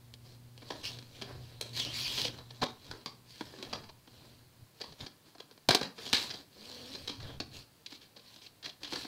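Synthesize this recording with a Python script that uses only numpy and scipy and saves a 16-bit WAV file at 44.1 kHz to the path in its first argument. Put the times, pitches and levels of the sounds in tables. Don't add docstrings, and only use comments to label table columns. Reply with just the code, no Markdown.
import sys
import numpy as np
from scipy import signal
from scipy.fft import rfft, irfft
from scipy.io import wavfile
from scipy.ndimage import uniform_filter1d

SR = 44100
rng = np.random.default_rng(int(sys.argv[2]) if len(sys.argv) > 2 else 0)


def dump_mix(stems):
    frames = np.atleast_2d(stems).T
    limited = np.clip(frames, -1, 1)
    pcm = np.round(limited * 32767).astype(np.int16)
    wavfile.write(sys.argv[1], SR, pcm)


N = 399987
TIME = np.arange(N) / SR


def amp(db):
    return 10 ** (np.asarray(db) / 20)


def unit(x):
    return x / np.sqrt(np.mean(x ** 2) + 1e-20)


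def read(points, hz):
    table_hz, value = np.transpose(points)
    return np.interp(np.log(hz + 1), np.log(table_hz + 1), value)


def follow(rows):
    time_s, *columns = np.transpose(rows)
    return [np.interp(TIME, time_s, column) for column in columns]


def add(mix, start_s, sound):
    start = round(start_s * SR)
    part = mix[start:start + len(sound)]
    part += sound[:len(part)]


def colour(x, points, size=4096):
    hz = abs(np.fft.fftfreq(size, 1 / SR))
    log_gain = np.log(amp(np.maximum(read(points, hz), -100)))
    taps = np.fft.ifft(np.exp(np.conj(signal.hilbert(log_gain)))).real[:size // 2]
    return signal.fftconvolve(x, taps)[:len(x)]


def drift(hz):
    f = np.fft.rfftfreq(N, 1 / SR)
    spectrum = rfft(rng.standard_normal(N)) / (1 + (f / hz) ** 4)
    return unit(irfft(spectrum, N))


def resonate(x, hz, width):
    turn = np.exp(2j * np.pi * np.cumsum(hz * np.ones(len(x))) / SR)
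    r = np.exp(-np.pi * width / SR)
    smooth = signal.lfilter([1 - r], [1, -r], x / turn + 1e-18)
    return 2 * (turn * smooth).real


# pitch_hz [Hz], width_hz [Hz], level_db [dB]
SHELL_MODES = [(272, 50, 2), (456, 200, -10), (614, 13, -22), (738, 110, -12.5), (1012, 93, -2),
               (1717, 190, 3.5), (1820, 170, -19), (2314, 320, 2), (3280, 104, 1.5), (3260, 170, -13),
               (3960, 110, -1), (4160, 260, 4), (4610, 320, 3)]


def shell(x, weights_db):
    out = x.copy()
    for (hz, width, level_db), weight_db in zip(SHELL_MODES, weights_db):
        r = np.exp(-np.pi * width / SR)
        feedback = [1, -2 * r * np.cos(2 * np.pi * hz / SR), r * r]
        out += amp(level_db + weight_db) * signal.lfilter([1 - r, 0, r - 1], feedback, x)
    return out


# time_s [s], level_db [dB]
HUM_LEVEL = [(0, -59.5), (1.2, -54), (2.1, -53), (2.9, -62.5), (3.2, -65), (3.8, -70.5), (4.4, -59),
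             (5.2, -105), (9.07, -83)]
# [dB per Hz, relative]
AIR_COLOUR = [(18, -58), (30, -15), (48, -27), (108, 8.5), (243, -0.5), (673, -10), (1020, -7), (1200, -10),
              (1720, -12), (2020, -10.5), (3590, -11), (4660, -8), (5590, -14), (14300, -14.5),
              (15500, -14.5)]
AIR_DB = -65


def background(hum_hz=120, second_db=-12, third_db=-22, waver_db=3.0, waver_hz=0.97):
    turn = 2 * np.pi * np.cumsum(hum_hz + waver_hz * drift(8.7)) / SR
    hum = np.sin(turn) + amp(second_db) * np.sin(2 * turn) + amp(third_db) * np.sin(3 * turn)
    hum_gain = amp(follow(HUM_LEVEL)[0] + waver_db * drift(3.6))
    hiss = unit(colour(rng.standard_normal(N), AIR_COLOUR))
    return hum_gain * unit(hum) + amp(AIR_DB) * hiss


ATTACK_SHARE, RELEASE_SHARE = 0.24, 0.48


def swell(length_s):
    u = np.linspace(0, 1, max(round(length_s * SR), 2))
    return np.clip(np.minimum(u / ATTACK_SHARE, (1 - u) / RELEASE_SHARE), 0, 1)


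# start_s [s], length_s [s], dull_rub_db [dB before trim], bright_scrape_db [dB before trim],
# gap_pitch_hz [Hz]
STROKES = [(0.215, 0.18, -66, -62.5, 4340), (0.563, 0.61, -58, -55.5, 4230),
           (0.827, 0.089, -58, -39.5, 2700), (0.865, 0.12, -61, -50.5, 3650), (1.1, 0.22, -60.5, -56, 3700),
           (1.238, 0.18, -51.5, -58, 3800), (1.32, 0.42, -61.5, -60.5, 4000), (1.627, 0.24, -63, -57, 4200),
           (2.307, 0.14, -54, -57, 3950), (2.377, 0.55, -66, -63, 3800), (2.777, 0.31, -60.5, -58, 4000),
           (3.244, 0.3, -68, -56.5, 4500), (3.358, 0.4, -60.5, -58.5, 4000),
           (3.6, 0.28, -52.5, -56.5, 3960), (4.03, 0.46, -65, -63, 4000), (4.742, 0.29, -66.5, -60.5, 4200),
           (4.976, 0.11, -52, -53.5, 3700), (5.244, 0.086, -65.5, -63.5, 4200),
           (5.943, 0.37, -55.5, -48, 3660), (6.159, 0.15, -53, -40.5, 3900),
           (6.245, 0.21, -54.5, -51, 4740), (6.49, 0.84, -56.5, -51, 4420), (7.195, 0.2, -52.5, -53, 1660),
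           (7.505, .15, -59, -51, 4360), (7.889, 0.1, -68, -54.5, 4000), (8.002, .06, -67, -62, 3850),
           (8.2, 0.28, -76, -59, 4180), (8.409, .09, -67, -55.5, 4150), (8.628, .085, -54.5, -55, 4100),
           (8.797, .1, -59, -58, 4300), (8.871, 0.25, -55, -46, 4220)]
# time_s [s], dull_rub_db [dB before trim], bright_scrape_db [dB before trim],
# gap_pitch_hz [Hz], gap_strength_db [dB]
SLEEVE_PULL = [(1.73, -64, -53, 4330, 2), (1.775, -50.5, -35, 4060, -6), (1.82, -53.5, -36.5, 3080, 13),
               (1.89, -52.5, -45.5, 2900, 8), (1.96, -56, -37.5, 3850, -19), (2.07, -56.5, -36.5, 2450, 8),
               (2.12, -54, -38, 3750, -16), (2.21, -49, -36, 3250, -12), (2.28, -50.5, -43, 3150, 0),
               (2.305, -50, -70, 3500, -10)]
REST_RUB_DB, REST_SCRAPE_DB, REST_GAP_HZ = -70.5, -76, 4040
OPEN_GAP_DB, GAP_DB_PER_OCTAVE, MOST_GAP_DB = -6, 31, 8


def movement():
    rub_power = np.full(N, amp(REST_RUB_DB) ** 2)
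    scrape_power = np.full(N, amp(REST_SCRAPE_DB) ** 2)
    weighted_hz = scrape_power * REST_GAP_HZ
    for start_s, length_s, rub_db, scrape_db, gap_hz in STROKES:
        power = swell(length_s) ** 2
        stroke_scrape = amp(scrape_db) ** 2 * power
        add(rub_power, start_s, amp(rub_db) ** 2 * power)
        add(scrape_power, start_s, stroke_scrape)
        add(weighted_hz, start_s, stroke_scrape * gap_hz)
    stroke_hz = weighted_hz / scrape_power
    octaves_down = np.log2(REST_GAP_HZ / stroke_hz)
    stroke_db = np.minimum(OPEN_GAP_DB + GAP_DB_PER_OCTAVE * octaves_down, MOST_GAP_DB)

    pull_rub_db, pull_scrape_db, pull_hz, pull_db = follow(SLEEVE_PULL)
    pulling = (TIME > SLEEVE_PULL[0][0]) & (TIME < SLEEVE_PULL[-1][0])
    rub = np.sqrt(rub_power + pulling * amp(pull_rub_db) ** 2)
    scrape = np.sqrt(scrape_power + pulling * amp(pull_scrape_db) ** 2)
    return rub, scrape, np.where(pulling, pull_hz, stroke_hz), np.where(pulling, pull_db, stroke_db)


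def friction(grains_per_s, spread_db, smooth_db, flutter_db, flutter_hz):
    sizes = amp(spread_db * np.minimum(rng.exponential(1, N), 4))
    catches = rng.random(N) < grains_per_s / SR
    grains = unit(sizes * rng.choice([-1, 1], N) * catches)
    hiss = amp(smooth_db) * rng.standard_normal(N)
    return (grains + hiss) * amp(flutter_db * drift(flutter_hz))


def wander(x, depth_db, size=512):
    z = signal.stft(x, nperseg=size)[2]
    patches = uniform_filter1d(rng.standard_normal(z.shape), size=9, axis=0)
    patches = unit(uniform_filter1d(patches, size=8, axis=1))
    return signal.istft(z * amp(depth_db * patches), nperseg=size)[1][:N]


# [dB per Hz, relative]
RUB_COLOUR = [(70, -12), (170, -0.5), (300, 2.5), (600, 0.5), (1000, -6.5), (1500, -8.5), (2200, -17),
              (4000, -28.5), (12000, -49)]
# [dB per Hz, relative]
SCRAPE_COLOUR = [(500, -36), (1000, -3.5), (1300, -12), (1700, -6.5), (2100, -5), (3000, 2.5), (4300, 4),
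                 (5300, 0.5), (7300, -8.5), (9000, -12), (12500, -14.5), (15500, -16)]


def sliding(rub, scrape, gap_hz, gap_db, rub_trim_db=-1, scrape_trim_db=-1, rub_modes_db=-3,
            scrape_modes_db=-10, gap_width=420, upper_ratio=1.9, upper_db=-2, upper_width=700):
    dull = friction(grains_per_s=400, spread_db=2.5, smooth_db=-0.5, flutter_db=-1.5, flutter_hz=35)
    bright = friction(grains_per_s=970, spread_db=-2.0, smooth_db=3.0, flutter_db=0.44, flutter_hz=68.5)
    dull = shell(colour(dull, RUB_COLOUR), np.full(len(SHELL_MODES), rub_modes_db))
    bright = colour(wander(bright, depth_db=2.3), SCRAPE_COLOUR)
    bright = shell(bright, np.full(len(SHELL_MODES), scrape_modes_db))
    gap = resonate(bright, gap_hz, gap_width)
    gap += amp(upper_db) * resonate(bright, upper_ratio * gap_hz, upper_width)
    bright += amp(gap_db) * gap
    bright /= np.sqrt(uniform_filter1d(bright ** 2, size=3000))
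    return amp(rub_trim_db) * rub * unit(dull) + amp(scrape_trim_db) * scrape * bright


def creaks(scrape, per_s=30, gain_db=-8, spread_db=3):
    sizes = amp(spread_db * np.minimum(rng.exponential(1, N), 2))
    ticks = sizes * (rng.random(N) < per_s / SR)
    ticks = shell(colour(ticks, CONTACT_COLOUR), np.zeros(len(SHELL_MODES)))
    ticks = colour(ticks, [(100, -8), (400, 3), (2000, -5.5), (4000, 5.5)])
    return amp(gain_db) * scrape * unit(ticks)


# start_s [s], length_s [s], level_db [dB before trim]
BUMPS = [(1.343, 0.14, -57), (2.35, 0.088, -60), (2.606, 0.045, -44), (2.875, 0.11, -54), (3.43, 0.13, -65),
         (3.715, 0.3, -58.5), (4.58, 0.096, -57), (4.87, .09, -58), (5, 0.075, -50), (5.683, 0.038, -36),
         (5.819, 0.0432, -48), (6.118, .04, -47), (6.963, 0.37, -60), (7.178, 0.13, -47.5),
         (7.293, 0.21, -51), (7.475, 0.19, -55.5)]


def bumps(rub, trim_db=-1, with_rub_db=-7, with_hum_db=-8):
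    level = amp(with_rub_db) * rub + amp(with_hum_db + follow(HUM_LEVEL)[0])
    for start_s, length_s, level_db in BUMPS:
        add(level, start_s, amp(level_db + trim_db) * swell(length_s))
    low_colour = [(15, 1), (35, -36), (60, 2.0), (90, 4.0), (135, 5.5),
                  (200, -12.0), (400, -31.5), (2000, -70)]
    return level * unit(colour(rng.standard_normal(N), low_colour))


EVEN_PANEL_HZ, LEAN_DB_PER_OCTAVE = 484, 2
EDGE_DB, EDGE_DB_PER_HALVING, EDGE_PER_LEVEL = -17.5, 4.0, 0.26
TAP_S, TAP_DB = 0.006, -40


def registers(contact_s, level_db, weight_db, panel_hz):
    lean_db = LEAN_DB_PER_OCTAVE * np.log2(panel_hz / EVEN_PANEL_HZ)
    briefness_db = EDGE_DB_PER_HALVING * np.log2(TAP_S / contact_s)
    edge_db = EDGE_DB + briefness_db + EDGE_PER_LEVEL * (level_db - TAP_DB)
    return level_db + np.array([weight_db - lean_db, weight_db + lean_db, 0, edge_db])


# start_s [s], contact_s [s, at least 0.001 is played], crack_level_db [dB],
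# body_weight_db [dB relative to the crack, before the lean], panel_pitch_hz [Hz], rim_pitch_hz [Hz],
# room_share_db [dB]
KNOCKS = [(0.139, 0.0016, -47, -16, 450, 3630, -23), (0.578, .001, -51, -9.5, 450, 2900, -6),
          (0.618, 0.016, -57.5, 1, 280, 3900, -13), (0.704, 0.0072, -41, 1, 680, 3350, -3.5),
          (0.988, 0.0032, -46, -11, 280, 3930, -20), (1.026, 0.0015, -52, -7, 260, 4080, -7),
          (1.215, 0.0059, -45.5, -2.5, 390, 3220, 0), (1.221, 0.0038, -39.5, -8, 424, 3300, -11),
          (1.61, 0.0016, -47.5, 1.5, 460, 4130, 0.5), (1.6122, 0.00057, -33, -20, 407, 4220, -4),
          (1.7974, 0.0065, -32.5, -26, 400, 3580, -22), (2.176, 0.012, -35, -13.5, 1000, 3350, -2),
          (2.246, 0.0096, -32.5, -10, 490, 2950, -7), (2.278, .008, -41, -15, 523, 3100, -24),
          (2.385, .007, -51.5, -5, 1040, 3940, -2), (2.505, 0.0088, -49, -10.5, 960, 4100, -15),
          (2.615, 0.0052, -46.5, 1.5, 700, 4500, -4), (2.619, 0.0078, -34.5, -0.5, 770, 4000, -8.5),
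          (2.627, 0.0086, -36.5, 4.5, 1010, 3830, -9), (2.636, .006, -32.5, -6, 550, 3930, -13),
          (2.661, .009, -44, -5, 830, 3900, -2), (2.913, 0.0029, -41, -5.5, 1420, 4840, -10),
          (2.936, 0.0041, -58, 6, 236, 3950, 2), (3.06, 0.0038, -37, -7.5, 950, 4600, -4),
          (3.409, 0.0049, -42.5, 4, 304, 3500, -11), (3.538, 0.0039, -61.5, 9, 400, 3200, -7),
          (3.585, 0.0082, -55, 0, 250, 3960, 4), (3.627, 0.0032, -39.5, -7, 328, 3940, -6.5),
          (3.729, 0.0095, -36.5, -5, 1030, 4800, -5.5), (3.75, 0.014, -48, -2.5, 1000, 3350, -19),
          (3.835, 0.011, -57, -2.5, 1020, 4650, 0), (3.889, 0.015, -54.5, -2.5, 1020, 3900, -11),
          (4.076, 0.0043, -58.5, 0.5, 317, 3250, -20), (4.803, 0.01, -51, -1, 474, 4650, -5),
          (4.814, 0.0064, -38.5, -10, 444, 4500, -9), (4.839, 0.0073, -49, -3, 920, 4050, -3.5),
          (4.923, .005, -53.5, -4, 440, 4400, -20), (5.006, 0.0081, -44, -12.5, 266, 3800, -4),
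          (5.064, 0.0074, -44.5, -8, 360, 4730, -8), (5.35, 0.0074, -60.5, 3.5, 700, 4300, -11),
          (5.383, 0.0018, -56, -5, 340, 4100, 5.5), (5.402, 0.0058, -45.5, -5.5, 430, 3070, -10),
          (5.512, 0.0023, -54.5, -3.5, 422, 4200, -5), (5.577, 0.0026, -57, -3.5, 420, 4400, -21),
          (5.688, 0.006, -21, -3.5, 720, 4080, -6), (5.7071, .007, -22.5, -8, 1640, 4170, -4.5),
          (5.7485, 0.0039, -20, -7.5, 400, 4300, -11.5), (5.8129, 0.0052, -36, -0.5, 355, 4300, -2.5),
          (5.83, 0.0051, -36.5, -14, 1850, 4040, -1.5), (5.979, 0.015, -50.5, -2, 439, 4300, -2),
          (6.064, 0.0043, -41.5, -8, 278, 3500, -9), (6.077, .004, -43, -17, 266, 3320, -6),
          (6.129, 0.0066, -33, -1.5, 258, 4000, -9.5), (6.13, 0.0053, -22, -16.5, 1560, 2980, -3),
          (6.14, 0.016, -27, -21.5, 1620, 3760, -4.5), (6.166, 0.0086, -31.5, -32, 1640, 4200, -19),
          (6.182, .004, -35.5, -13, 444, 4000, -16), (6.301, 0.017, -40.5, -17, 1560, 4900, -7),
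          (6.337, 0.013, -45, -9.5, 280, 3950, -13), (6.919, .003, -49.5, -17, 280, 4100, 6),
          (6.95, 0.0087, -43, -9, 320, 4160, -8), (7.076, 0.0073, -36, -12.5, 384, 3900, -3.5),
          (7.093, .01, -40, -6.5, 290, 3430, -3), (7.201, 0.009, -50.5, -8, 1610, 4000, -2),
          (7.4011, 0.0077, -36, -6, 293, 4400, -7.5), (7.8619, 0.0063, -42, -27, 800, 4080, -12),
          (7.922, 0.0078, -48.5, -5, 272, 4200, -8), (7.943, 0.026, -55, -24, 390, 4080, -6),
          (8.012, 0.011, -58, -18, 300, 4000, 4.5), (8.16, 0.019, -54, -7.5, 437, 4400, -5.5),
          (8.194, .008, -58, -10, 440, 3800, -11), (8.362, 0.0029, -52, -8.5, 310, 4000, -4),
          (8.417, .007, -56, -13, 260, 4140, -9), (8.464, 0.009, -49.5, -24, 300, 4140, -15),
          (8.628, 0.006, -49.5, -17, 1730, 3950, 3), (8.643, .01, -44.5, -15, 1730, 4000, -4),
          (8.657, 0.0086, -39.5, -17, 1700, 4170, -7.5), (8.694, 0.0079, -46, -17, 690, 3440, -12),
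          (8.833, 0.0041, -40.5, -11.5, 290, 4500, -7), (8.846, 0.0094, -42, -14.5, 1740, 3460, -2.5),
          (8.876, .0075, -45.5, -13, 400, 4100, -12), (8.924, 0.0049, -42, 0.5, 268, 4400, -26),
          (8.933, 0.0047, -37, -4.5, 267, 4600, -2.5), (8.957, 0.007, -38, -8.5, 1840, 4540, -5.5),
          (9.018, .005, -50, -17, 400, 3900, 5), (9.048, .008, -47.5, 1.5, 260, 4100, -6)]
REGISTER_BORDERS = [150, 500, 1800, 7000, 15500]
# [dB, relative]
CONTACT_COLOUR = [(100, -2), (300, -2), (900, 3.5), (1300, -2), (2000, -4.5), (3200, 5), (4800, 1.5),
                  (6000, -2), (7500, -9.5), (11000, -16), (16000, -20.5)]


def knocks(slips_per_s=3000, slip_db=-6, chatter_db=-24, chatter_t60=0.046, hard_s=0.011, place_db=2,
           panel_db=10, panel_q=5, rim_db=7, rim_width=430, size=4096):
    direct, feed, t = np.zeros(N), np.zeros(N), np.arange(size) / SR
    bands = zip(REGISTER_BORDERS, REGISTER_BORDERS[1:])
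    filters = [signal.butter(3, band, "band", fs=SR, output="sos") for band in bands]
    for start_s, contact_s, level_db, weight_db, panel_hz, rim_hz, room_db in KNOCKS:
        contact_s = max(contact_s, 0.001)
        slips, chatter, place = rng.standard_normal((3, size))
        pressure = np.sqrt(np.sin(np.pi * np.minimum(t / contact_s, 1)))
        slipping = rng.random(size) < slips_per_s / SR
        push = amp(slip_db) * pressure * np.tanh(slips) * slipping
        push[0] += np.exp(-(contact_s / hard_s) ** 2)
        buzz_db = chatter_db - 60 * np.maximum(t - contact_s / 2, 0) / chatter_t60
        push += amp(buzz_db) * np.minimum(2 * t / contact_s, 1) * chatter
        push = colour(push, CONTACT_COLOUR)

        ring = shell(push, place_db * place)
        ring += amp(panel_db) * resonate(push, panel_hz, panel_hz / panel_q)
        ring += amp(rim_db) * resonate(push, rim_hz, rim_width)
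        blow = round((contact_s + 0.004) * SR)
        knock = np.zeros(size)
        for sos, register_db in zip(filters, registers(contact_s, level_db, weight_db, panel_hz)):
            part = signal.sosfilt(sos, ring)
            knock += amp(register_db) * part / np.sqrt(np.mean(part[:blow] ** 2))
        add(direct, start_s, knock)
        add(feed, start_s, amp(room_db) * knock)
    return direct, feed


# [s to fall by 60 dB, before the treble is softened]
ROOM_DECAY = [(150, 0.47), (400, 0.23), (1000, 0.32), (3000, 0.24), (7000, 0.24), (15000, 0.33)]


def reflections(build_s=0.007, treble_db=-4):
    taps = rng.standard_normal(SR // 2) * (rng.random(SR // 2) < 3000 / SR)
    hz, t, z = signal.stft(taps, SR, nperseg=256)
    decay = amp(-60 * t / read(ROOM_DECAY, hz)[:, None])
    tail = signal.istft(z * decay, SR, nperseg=256)[1]
    tail *= 1 - np.exp(-(np.arange(len(tail)) / SR / build_s) ** 2)
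    return colour(tail / np.linalg.norm(tail), [(5000, 0.035), (10000, treble_db)])


def bedroom(x, count=6, turns_per_s=2.3):
    place = count * turns_per_s * TIME
    room = np.zeros(N)
    for k in range(count):
        distance = abs((place - k) % count - count / 2)
        share = np.cos(np.pi / 2 * np.minimum(distance, 1))
        room += signal.oaconvolve(x * share, reflections())[:N]
    return room


# time_s [s], pitch_hz [Hz], level_db [dB]
WHIRR = [(6.52, 191, -75), (6.59, 206.3, -60), (6.64, 220, -64), (6.68, 256.5, -54), (6.77, 243.6, -59),
         (6.85, 244.7, -48.5), (6.95, 273.2, -53.5), (7.02, 282, -55)]


def whirr(unsteady=0.0315, octave_db=-5):
    hz, level_db = follow(WHIRR)
    turn = 2 * np.pi * np.cumsum(hz * (1 + unsteady * drift(59.7))) / SR
    moving = (TIME > WHIRR[0][0]) & (TIME < WHIRR[-1][0])
    gain = moving * amp(level_db + 2 * drift(13))
    octave = amp(octave_db + 2.2 * drift(5.3)) * np.sin(2 * turn)
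    return gain * (np.sin(turn) + octave)


def scene(sliding_room_db=-8):
    direct, knock_feed = knocks()
    rub, scrape, gap_hz, gap_db = movement()
    rubbing = sliding(rub, scrape, gap_hz, gap_db) + creaks(scrape) + whirr()
    room = bedroom(knock_feed + amp(sliding_room_db) * rubbing)
    mono = direct + rubbing + room + bumps(rub) + background()
    return np.array([mono, mono])


def record(dry, edge_hz=15750):
    taps = signal.firwin(511, edge_hz, window=("kaiser", 9), fs=SR)
    return signal.oaconvolve(dry, taps[None], "same")


dry = scene()
out = record(dry)
dump_mix(out)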